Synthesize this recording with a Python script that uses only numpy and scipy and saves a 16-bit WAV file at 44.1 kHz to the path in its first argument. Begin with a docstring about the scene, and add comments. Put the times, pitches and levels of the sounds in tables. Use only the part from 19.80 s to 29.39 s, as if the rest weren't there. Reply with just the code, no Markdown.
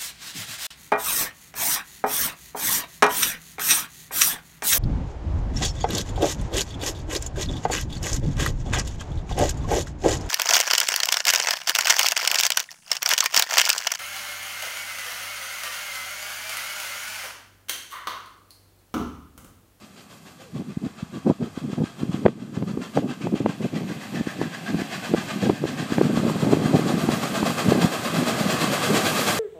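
"""Steam locomotive nearing a windy platform.

A three-cylinder engine accelerates towards a phone. Each exhaust beat is a noise blast from the
chimney, seven to nine a second, over a growing roar of wheels and leaking steam. Gusts hit the
microphone as rumble and sharp buffets; the train's level dips briefly after the hardest."""
import sys
import numpy as np
from scipy import signal
from scipy.fft import rfft, irfft, next_fast_len
from scipy.io import wavfile

SR = 44100
rng = np.random.default_rng(int(sys.argv[2]) if len(sys.argv) > 2 else 0)


def bounce(signal):
    """Save signal as a 16-bit WAV file at the path given by the first command-line argument."""
    frames = np.transpose(np.atleast_2d(signal))
    limited = np.clip(frames, -1, 1)
    pcm = np.round(limited * 32767).astype(np.int16)
    wavfile.write(sys.argv[1], SR, pcm)


N = 422919
TIME_S = np.arange(N) / SR
FREQS_HZ = np.fft.rfftfreq(N, 1 / SR)
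LEVEL_BAND_HZ = (2400, 8000)  # exhaust and wheel noise have unit rms here

# Engine colour far off, halfway and close. Each row: frequency in Hz, gain in dB.
FAR_COLOUR = [(60, -7), (200, 11.5), (500, 3.5), (750, 2.5), (1200, 2), (1750, -4.5), (2400, -5.5),
              (4000, -11), (6000, -15), (8500, -14.5), (11000, -21)]
HALFWAY_COLOUR = [(60, -32), (200, 2), (500, 3), (750, 6.5), (1300, -1.5), (1800, -3.5), (2600, -2),
                  (4000, -9), (6000, -15.5), (8500, -17.5), (11000, -30)]
NEAR_COLOUR = [(60, -26), (200, 4.5), (500, 5), (750, 1), (1200, 1.5), (1700, -4.5), (2600, -8.5),
               (4000, -12.5), (6000, -19.5), (8500, -19), (11000, -24)]
STAGES = (FAR_COLOUR, HALFWAY_COLOUR, NEAR_COLOUR)
# Approach. Each row: time in seconds, stage (0 far, 1 halfway, 2 close).
APPROACH = [(3.0, 0.027), (4.2, 1.1), (5.5, 0.92), (6.6, 2)]
# Acceleration. Each row: time in seconds, exhaust beats per second.
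BEAT_RATE = [(0, 6.842), (1.2, 6.864), (9.6, 9.088)]
# One turn of the driving wheels. Each entry: a beat's level offset in dB.
WHEEL_TURN_DB = [-1.4, 0.34, 0.41, -0.84, -.2, 0.28]
# Accents. Each row: time in seconds, offset of the nearest beat in dB.
ACCENTS = [(5.99, 0), (6.12, 0), (7.43, -0.5), (8.02, 2.5), (8.48, 1.5), (8.71, 2.5), (9.16, 1.5)]
# Train loudness. Each row: time in seconds, then relative levels of beats, roar and steam in dB.
TRAIN_LEVELS = [(0, -53, -52, -60), (.45, -52, -51.5, -57), (.9, -51, -50, -63.5), (1.6, -48, -47.5, -61),
                (2.25, -44.5, -46.5, -59.5), (2.6, -45, -44, -58), (3.1, -40.5, -46.5, -54.5),
                (3.6, -43.5, -46, -60), (4.3, -42.5, -39, -52), (4.7, -43.5, -38.5, -54.5),
                (5.15, -37.5, -35.5, -48.5), (6, -36, -34.5, -49.5), (6.45, -39, -34.5, -48.5),
                (6.95, -37.5, -32, -48.5), (7.35, -32.8, -32, -42.5), (8.2, -33, -30, -41.5),
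                (8.7, -31, -27, -39.5), (9, -29, -25, -36.5), (9.5, -25.5, -25.5, -32)]
# Brief dips in the train's level. Each row: start in seconds, nominal depth in dB.
DIPS = [(1.5, 3.5), (2.458, 10), (3.19, 4.5), (4.62, -1), (5.71, 5.5), (6.22, 2), (6.74, 2), (8.06, 2.5)]
# Chimney bark. Each row: time in seconds, midrange gain in dB.
BARK = [(.4, -1), (1.1, 5), (2.2, 5), (3.4, 3.5), (4.3, 3.5), (5.5, 3.5), (6, -2.5), (8.4, 2.5), (8.7, -4),
        (9.5, -3.5)]
# Band lifted by the ground echo. Each row: time in seconds, centre in Hz, lift in dB.
GROUND_ECHO = [(0, 4430, 3), (.9, 3570, 1.5), (2.2, 3300, 4.5), (3.0, 3100, 1), (3.4, 2610, 5.5),
               (3.8, 2420, 2), (4.1, 1830, 9.5), (4.6, 1750, 13), (5.2, 1700, 6), (6.1, 1680, 8),
               (6.8, 750, 7), (9.5, 563, 3)]
# Gusts. Each row: start in seconds, hold in seconds, relative level in dB.
GUSTS = [(0.743, 0.077, -28), (.85, 0.072, -34), (1.028, 0.038, -26.5), (1.336, 0.039, -30.5),
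         (1.467, 0.039, -13.5), (1.608, 0.058, -25.5), (1.828, .11, -28), (1.982, 0.054, -22),
         (2.203, .3, -29.5), (2.53, 0.37, -34), (2.77, 0.25, -28), (3.169, 0.021, -14),
         (3.223, 0.093, -23.5), (3.412, .085, -25.5), (3.526, .03, -23), (3.606, 0.099, -25),
         (3.809, 0.049, -22.5), (3.924, .19, -24), (4.163, 0.016, -30.5), (4.334, .09, -29.5),
         (4.567, .11, -25), (4.9, 0.11, -26.5), (5.29, 0.09, -27), (5.538, 0.04, -31), (5.633, 0.086, -17),
         (5.835, 0.016, -23.5), (6.168, 0.14, -19.5), (6.336, 0.22, -21.5), (6.638, .11, -14.5),
         (6.78, 0.24, -23), (6.926, 0.042, -14.5), (6.986, 0.37, -24), (7.446, 0.36, -30),
         (7.86, 0.21, -19.5), (8.333, .1, -21.5), (8.532, 0.39, -26), (9.107, 0.078, -17.5),
         (9.294, 0.57, -33)]
# Breeze between gusts. Each row: time in seconds, relative level in dB.
BREEZE = [(0, -52), (3.1, -39.5), (4.3, -39), (5.2, -35), (6.1, -28.5), (9.5, -31)]
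# Eddy strikes. Each row: time in seconds, thump peak in dB, pitch in Hz, crack offset in dB.
BUFFETS = [(0.973, -11, 193, -35), (1.066, -11.5, 204, -35), (1.23, -14.5, 180, -29), (1.5, 1, 320, -24),
           (1.627, -10, 206, -25), (1.777, -13.5, 247, -28), (1.932, -13, 221, -19), (2.005, -13, 178, -43),
           (2.039, -7.5, 236, -38), (2.234, -8.5, 237, -31), (2.295, -11, 184, -41),
           (2.345, -10.5, 250, -30), (2.455, -3, 178, -14), (2.463, -5, 242, 1.5), (2.483, -14, 374, -4.5),
           (2.775, -12, 188, -26), (2.826, -10.5, 222, -15.5), (2.975, -9.5, 318, -19),
           (3.175, -0.5, 480, -11), (3.471, -15.5, 252, -5.5), (3.542, -5, 270, -23),
           (3.605, -11, 340, -23), (3.662, -6, 273, -7), (4.411, -10, 212, -23), (4.473, -10.5, 256, -21),
           (4.616, -6, 330, -16), (4.945, -7.5, 250, -16), (5.02, -12, 270, -32), (5.339, -1.5, 310, -18.5),
           (5.347, -5.5, 400, -16), (5.698, -2, 335, -11), (5.84, -5, 345, -23), (5.855, -12.5, 302, -20),
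           (6.123, -7, 247, -19), (6.183, -6.5, 215, -6), (6.214, 0, 368, -12.5), (6.374, -7.5, 225, -14),
           (6.467, -7, 400, -26), (6.499, -8, 553, -10), (6.734, 3.5, 288, -16), (6.772, -7.5, 296, -12),
           (6.859, -4, 215, -21), (6.943, -7, 253, -31), (7.141, -9, 204, -15), (7.29, -1, 270, -13.5),
           (7.63, -2, 305, -11.5), (7.886, -1, 167, -27), (7.922, 1, 384, -15), (8.047, -1, 186, -16)]
# Hoot. Each row: time in seconds, pitch in Hz, level in dB.
HOOT = [(.57, 513, -73), (.6, 504, -50), (.635, 552, -52), (.67, 504, -52), (.71, 403, -52),
        (.74, 373, -68)]
# Peaks and notches of the phone's sound inlet. Each row: centre in Hz, width in Hz, gain in dB.
INLET_BANDS = [(930, 170, -6), (1170, 160, 1), (1410, 140, -4), (1590, 140, 2.5), (1900, 130, -2.5),
               (2050, 130, 1.5), (2250, 220, -3), (2590, 220, 2), (2920, 170, -3), (3260, 280, 2.5),
               (3640, 240, -2.5), (4080, 300, 1), (4750, 280, 3.5), (5040, 260, -3), (6850, 250, 3),
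               (7580, 300, 2.5), (10000, 1200, -2.5)]
# Source colours. Each row: frequency in Hz, relative gain in dB.
JET_COLOUR = [(100, -7), (600, -3), (1500, -1.5), (3500, 2), (7000, 4), (10000, -0.5), (14000, -3)]
WHEEL_COLOUR = [(100, 18), (300, -2.5), (700, 7), (1500, 7), (4000, 9), (9000, 8.5), (14000, -17)]
STEAM_COLOUR = [(2000, 0), (5000, 6), (8400, 5.5), (9800, 4.5), (12500, 4), (15000, -2)]
RUMBLE_COLOUR = [(25, -37), (45, -40), (70, -64), (100, -8.5), (150, 1.5), (230, 3), (310, -4), (400, -11),
                 (600, -31), (1000, -61), (2500, -75)]
FLAP_COLOUR = [(150, -19), (380, 12.5), (560, 7), (850, -1.5), (1300, -18.5), (2500, -45), (8000, -62)]
CRACK_COLOUR = [(100, -29), (350, 18.5), (550, 16.5), (850, 9.5), (1400, -5), (2500, -8.5),
                (4400, -22.5), (5800, -52)]


def exhaust(inlet, rise_s=0.017, fall_s=0.03, tail_s=0.058, tail_share=0.52, trim_db=2,
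            echo_gain=0.22, tear_db=1.2, lift_octaves=0.19, air_db=5, size=2 ** 14):
    """Each valve opening lets out a blast that swells fast and dies away along the lineside."""
    out, shares = np.zeros(N + 2 * size), stage_shares()
    lift_hz, lift_db = curves(GROUND_ECHO)
    hz = np.fft.rfftfreq(size, 1 / SR)
    in_band = (hz > LEVEL_BAND_HZ[0]) & (hz < LEVEL_BAND_HZ[1])
    jet = inlet * colour(JET_COLOUR)
    colours = np.array([np.interp(hz, FREQS_HZ, jet * colour(stage)) for stage in STAGES])
    chimney = np.interp(hz, FREQS_HZ, bell(hz=1220, width_hz=1000))
    lead = size // 4  # samples before the peak
    age_s = (np.arange(size) - lead) / SR
    direct = np.exp(-0.5 * (age_s / np.where(age_s < 0, rise_s, fall_s)) ** 2)
    tail = np.exp(-abs(age_s) / tail_s)
    envelope = np.where(age_s < 0, direct, (1 - tail_share) * direct + tail_share * tail)
    for peak_s, level_db, bark_db in beats():
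        at = min(int(peak_s * SR), N - 1)
        lift = np.exp(-0.5 * (np.log2((hz + 1) / lift_hz[at]) / lift_octaves) ** 2)
        delays_s = rng.uniform(0.00109, 0.009, size=(4, 1))  # off ballast, rails and buildings
        comb = 1 + echo_gain * np.exp(-2j * np.pi * hz * delays_s).sum(axis=0)
        gain = shares[:, at] @ colours * abs(comb) * undb(lift_db[at] * lift)
        gain *= undb(-air_db * shares[0, at] * (hz / LEVEL_BAND_HZ[1]) ** 2)  # air absorbs far treble
        gain /= np.sqrt(np.mean(gain ** 2 * in_band))
        blast = irfft(rfft(rng.standard_normal(size)) * gain * undb(bark_db * chimney))
        start = at + size - lead
        out[start:start + size] += undb(level_db + trim_db) * envelope * blast
    return out[size:size + N] * undb(tear_db * flicker(rate_hz=120))


def beats(limp_s=0.0035, scatter_db=1.03, bark_scatter_db=0.8):
    """Time, level and bark of each beat; uneven valves make them alternately early and late."""
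    count = beat_count()
    beat_db, _, _ = train_levels_db()
    bark_db, = curves(BARK)
    index = np.arange(int(count[-1]) + 1)
    times_s = np.interp(index, count, TIME_S) - limp_s * (-1) ** index
    strength, tone = rng.standard_normal((len(index), 2)).T
    levels_db = np.interp(times_s, TIME_S, beat_db) + scatter_db * strength
    levels_db += np.resize(WHEEL_TURN_DB, len(index))
    for accent_s, offset_db in ACCENTS:
        levels_db[np.argmin(abs(times_s - accent_s))] += offset_db
    return zip(times_s, levels_db, np.interp(times_s, TIME_S, bark_db) + bark_scatter_db * tone)


def beat_count(first_s=0.035):
    """Exhaust beats since the first, per sample."""
    rate_hz, = curves(BEAT_RATE)
    return np.cumsum(rate_hz) / SR - first_s * rate_hz[0]


def train_levels_db(attack_s=0.025, recovery_db_per_s=13):
    """Levels of beats, roar and steam; each dip sets in fast and recovers steadily."""
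    dip_db = np.zeros(N)
    for start_s, depth_db in DIPS:
        age_s = TIME_S - start_s
        dip_db += np.clip(age_s / attack_s, 0, 1) * np.maximum(depth_db - recovery_db_per_s * age_s, 0)
    return [level_db - dip_db for level_db in curves(TRAIN_LEVELS)]


def stage_shares():
    """Weights of the far, halfway and close colours, per sample."""
    stage, = curves(APPROACH)
    return np.clip(1 - abs(stage - np.arange(len(STAGES))[:, None]), 0, 1)


def wheel_roar(inlet, trim_db=-7, flicker_db=0.21):
    """Wheels, running gear and echoes merge into a roar."""
    _, roar_db, _ = train_levels_db()
    tint = inlet * colour(WHEEL_COLOUR)
    roar = sum(np.sqrt(share) * noise(colour(stage) * tint, LEVEL_BAND_HZ)
               for share, stage in zip(stage_shares(), STAGES))
    return roar * undb(roar_db + trim_db + flicker_db * flicker(rate_hz=29))


def steam_leak(inlet, trim_db=-4.5, throb_db=1.1, lag_beats=0.1, flicker_db=0.93):
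    """Leaking steam hisses and pulses with the pistons."""
    _, _, steam_db = train_levels_db()
    hiss = noise(inlet * colour(STEAM_COLOUR), band_hz=(9500, 15000))
    pulse_db = throb_db * np.cos(2 * np.pi * (beat_count() - lag_beats))
    return hiss * undb(steam_db + trim_db + pulse_db + flicker_db * flicker(rate_hz=22))


def wind(calm_db=-55, strong_db=-25, flutter_db=4, rumble_trim_db=-1,
         flap_trim_db=-15, flap_growth=1.655, flap_flutter_db=1.5):
    """Turbulence rumbles on the inlet; stronger gusts also flap in the midrange."""
    wind_db = gust_level_db()
    # Calm air is steady; gusts tear into bursts and lulls.
    unrest = np.clip((wind_db - calm_db) / (strong_db - calm_db), 0, 1)
    wind_db += flutter_db * unrest * np.minimum(flicker(rate_hz=46), 1)
    flap_db = strong_db + flap_trim_db + flap_growth * (wind_db - strong_db)
    flap = noise(colour(FLAP_COLOUR)) * undb(flap_db + flap_flutter_db * flicker(rate_hz=58))
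    rumble = noise(colour(RUMBLE_COLOUR)) * undb(wind_db + rumble_trim_db)
    return rumble + flap


def gust_level_db(attack_s=0.03, release_s=0.032):
    """Each gust rises, holds and dies away over the breeze."""
    breeze_db, = curves(BREEZE)
    power = undb(breeze_db) ** 2
    for start_s, hold_s, level_db in GUSTS:
        end_s = start_s + hold_s
        ramp = np.interp(TIME_S, [start_s - attack_s, start_s, end_s, end_s + release_s], [0, 1, 1, 0])
        power += (undb(level_db) * ramp ** 2) ** 2
    return 10 * np.log10(power)


def buffets(rise_cycles=0.33, ring_cycles=0.36, click_db=20, crackle_db=3, crackle_s=0.0017):
    """An eddy shoves the diaphragm for a cycle or two; hard ones break up with a click and crackle."""
    thumps, cracks = np.zeros(N), np.zeros(N)
    phases = rng.uniform(0, 2 * np.pi, len(BUFFETS))
    for (peak_s, peak_db, hz, offset_db), phase in zip(BUFFETS, phases):
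        span = slice(int((peak_s - 0.05) * SR), int((peak_s + 0.05) * SR))
        age_s = TIME_S[span] - peak_s
        cycles = age_s * hz
        width_cycles = np.where(cycles < 0, rise_cycles, ring_cycles)
        envelope = np.exp(0.5 - np.hypot(cycles / width_cycles, 0.5))
        thumps[span] += undb(peak_db) * envelope * np.sin(2 * np.pi * cycles + phase)
        crackle = np.exp(-abs(age_s) / crackle_s) * rng.standard_normal(len(age_s))
        cracks[span] += undb(peak_db + offset_db + crackle_db) * crackle
        cracks[int(peak_s * SR)] += undb(peak_db + offset_db + click_db)
    return thumps + irfft(rfft(cracks) * colour(CRACK_COLOUR), N)


def hoot():
    """A faint tone rises a little and falls away just before the first gust."""
    hz, level_db = curves(HOOT)
    sounding = (TIME_S > HOOT[0][0]) & (TIME_S < HOOT[-1][0])
    return np.sqrt(2) * undb(level_db) * sounding * np.sin(2 * np.pi * np.cumsum(hz) / SR)


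def undb(db):
    """Decibels to gain."""
    return 10 ** (np.asarray(db) / 20)


def curves(table):
    """Columns of a timed table, interpolated per sample."""
    times_s, *columns = np.transpose(table)
    return [np.interp(TIME_S, times_s, column) for column in columns]


def colour(points):
    """Gain per frequency from (Hz, dB) points."""
    hz, db = np.transpose(points)
    return undb(np.interp(np.log(FREQS_HZ + 1), np.log(hz), db))


def bell(hz, width_hz):
    """Gaussian over frequency, 1 at its centre."""
    return np.exp(-np.log(2) * (2 * (FREQS_HZ - hz) / width_hz) ** 2)


def noise(gain, band_hz=(0, SR)):
    """Coloured noise, unit rms inside the band."""
    size = next_fast_len(N)
    hz = np.fft.rfftfreq(size, 1 / SR)
    gain = np.interp(hz, FREQS_HZ, gain)
    power = np.mean(gain ** 2 * ((hz >= band_hz[0]) & (hz <= band_hz[1])))
    return irfft(rfft(rng.standard_normal(size)) * gain, size)[:N] / np.sqrt(power)


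def flicker(rate_hz):
    """Smooth random signal, unit rms."""
    return noise(bell(0, 2 * rate_hz))


def scene():
    """The train through the phone's inlet, wind on the microphone and a faint hoot; mono."""
    inlet = undb(sum(db * bell(hz, width_hz) for hz, width_hz, db in INLET_BANDS))
    train = exhaust(inlet) + wheel_roar(inlet) + steam_leak(inlet)
    return (train + wind() + buffets() + hoot())[None]


def record(dry, bass_hz=65, top_hz=15350):
    """The phone rounds the hardest peaks, thins the deep bass and cuts the top."""
    rounded = 0.83 * np.tanh(dry / 1.002)
    thinned = signal.sosfilt(signal.butter(3, bass_hz, "high", fs=SR, output="sos"), rounded)
    return signal.sosfilt(signal.ellip(12, 0.2, 80, top_hz, fs=SR, output="sos"), thinned)


dry = scene()
out = record(dry)
bounce(out)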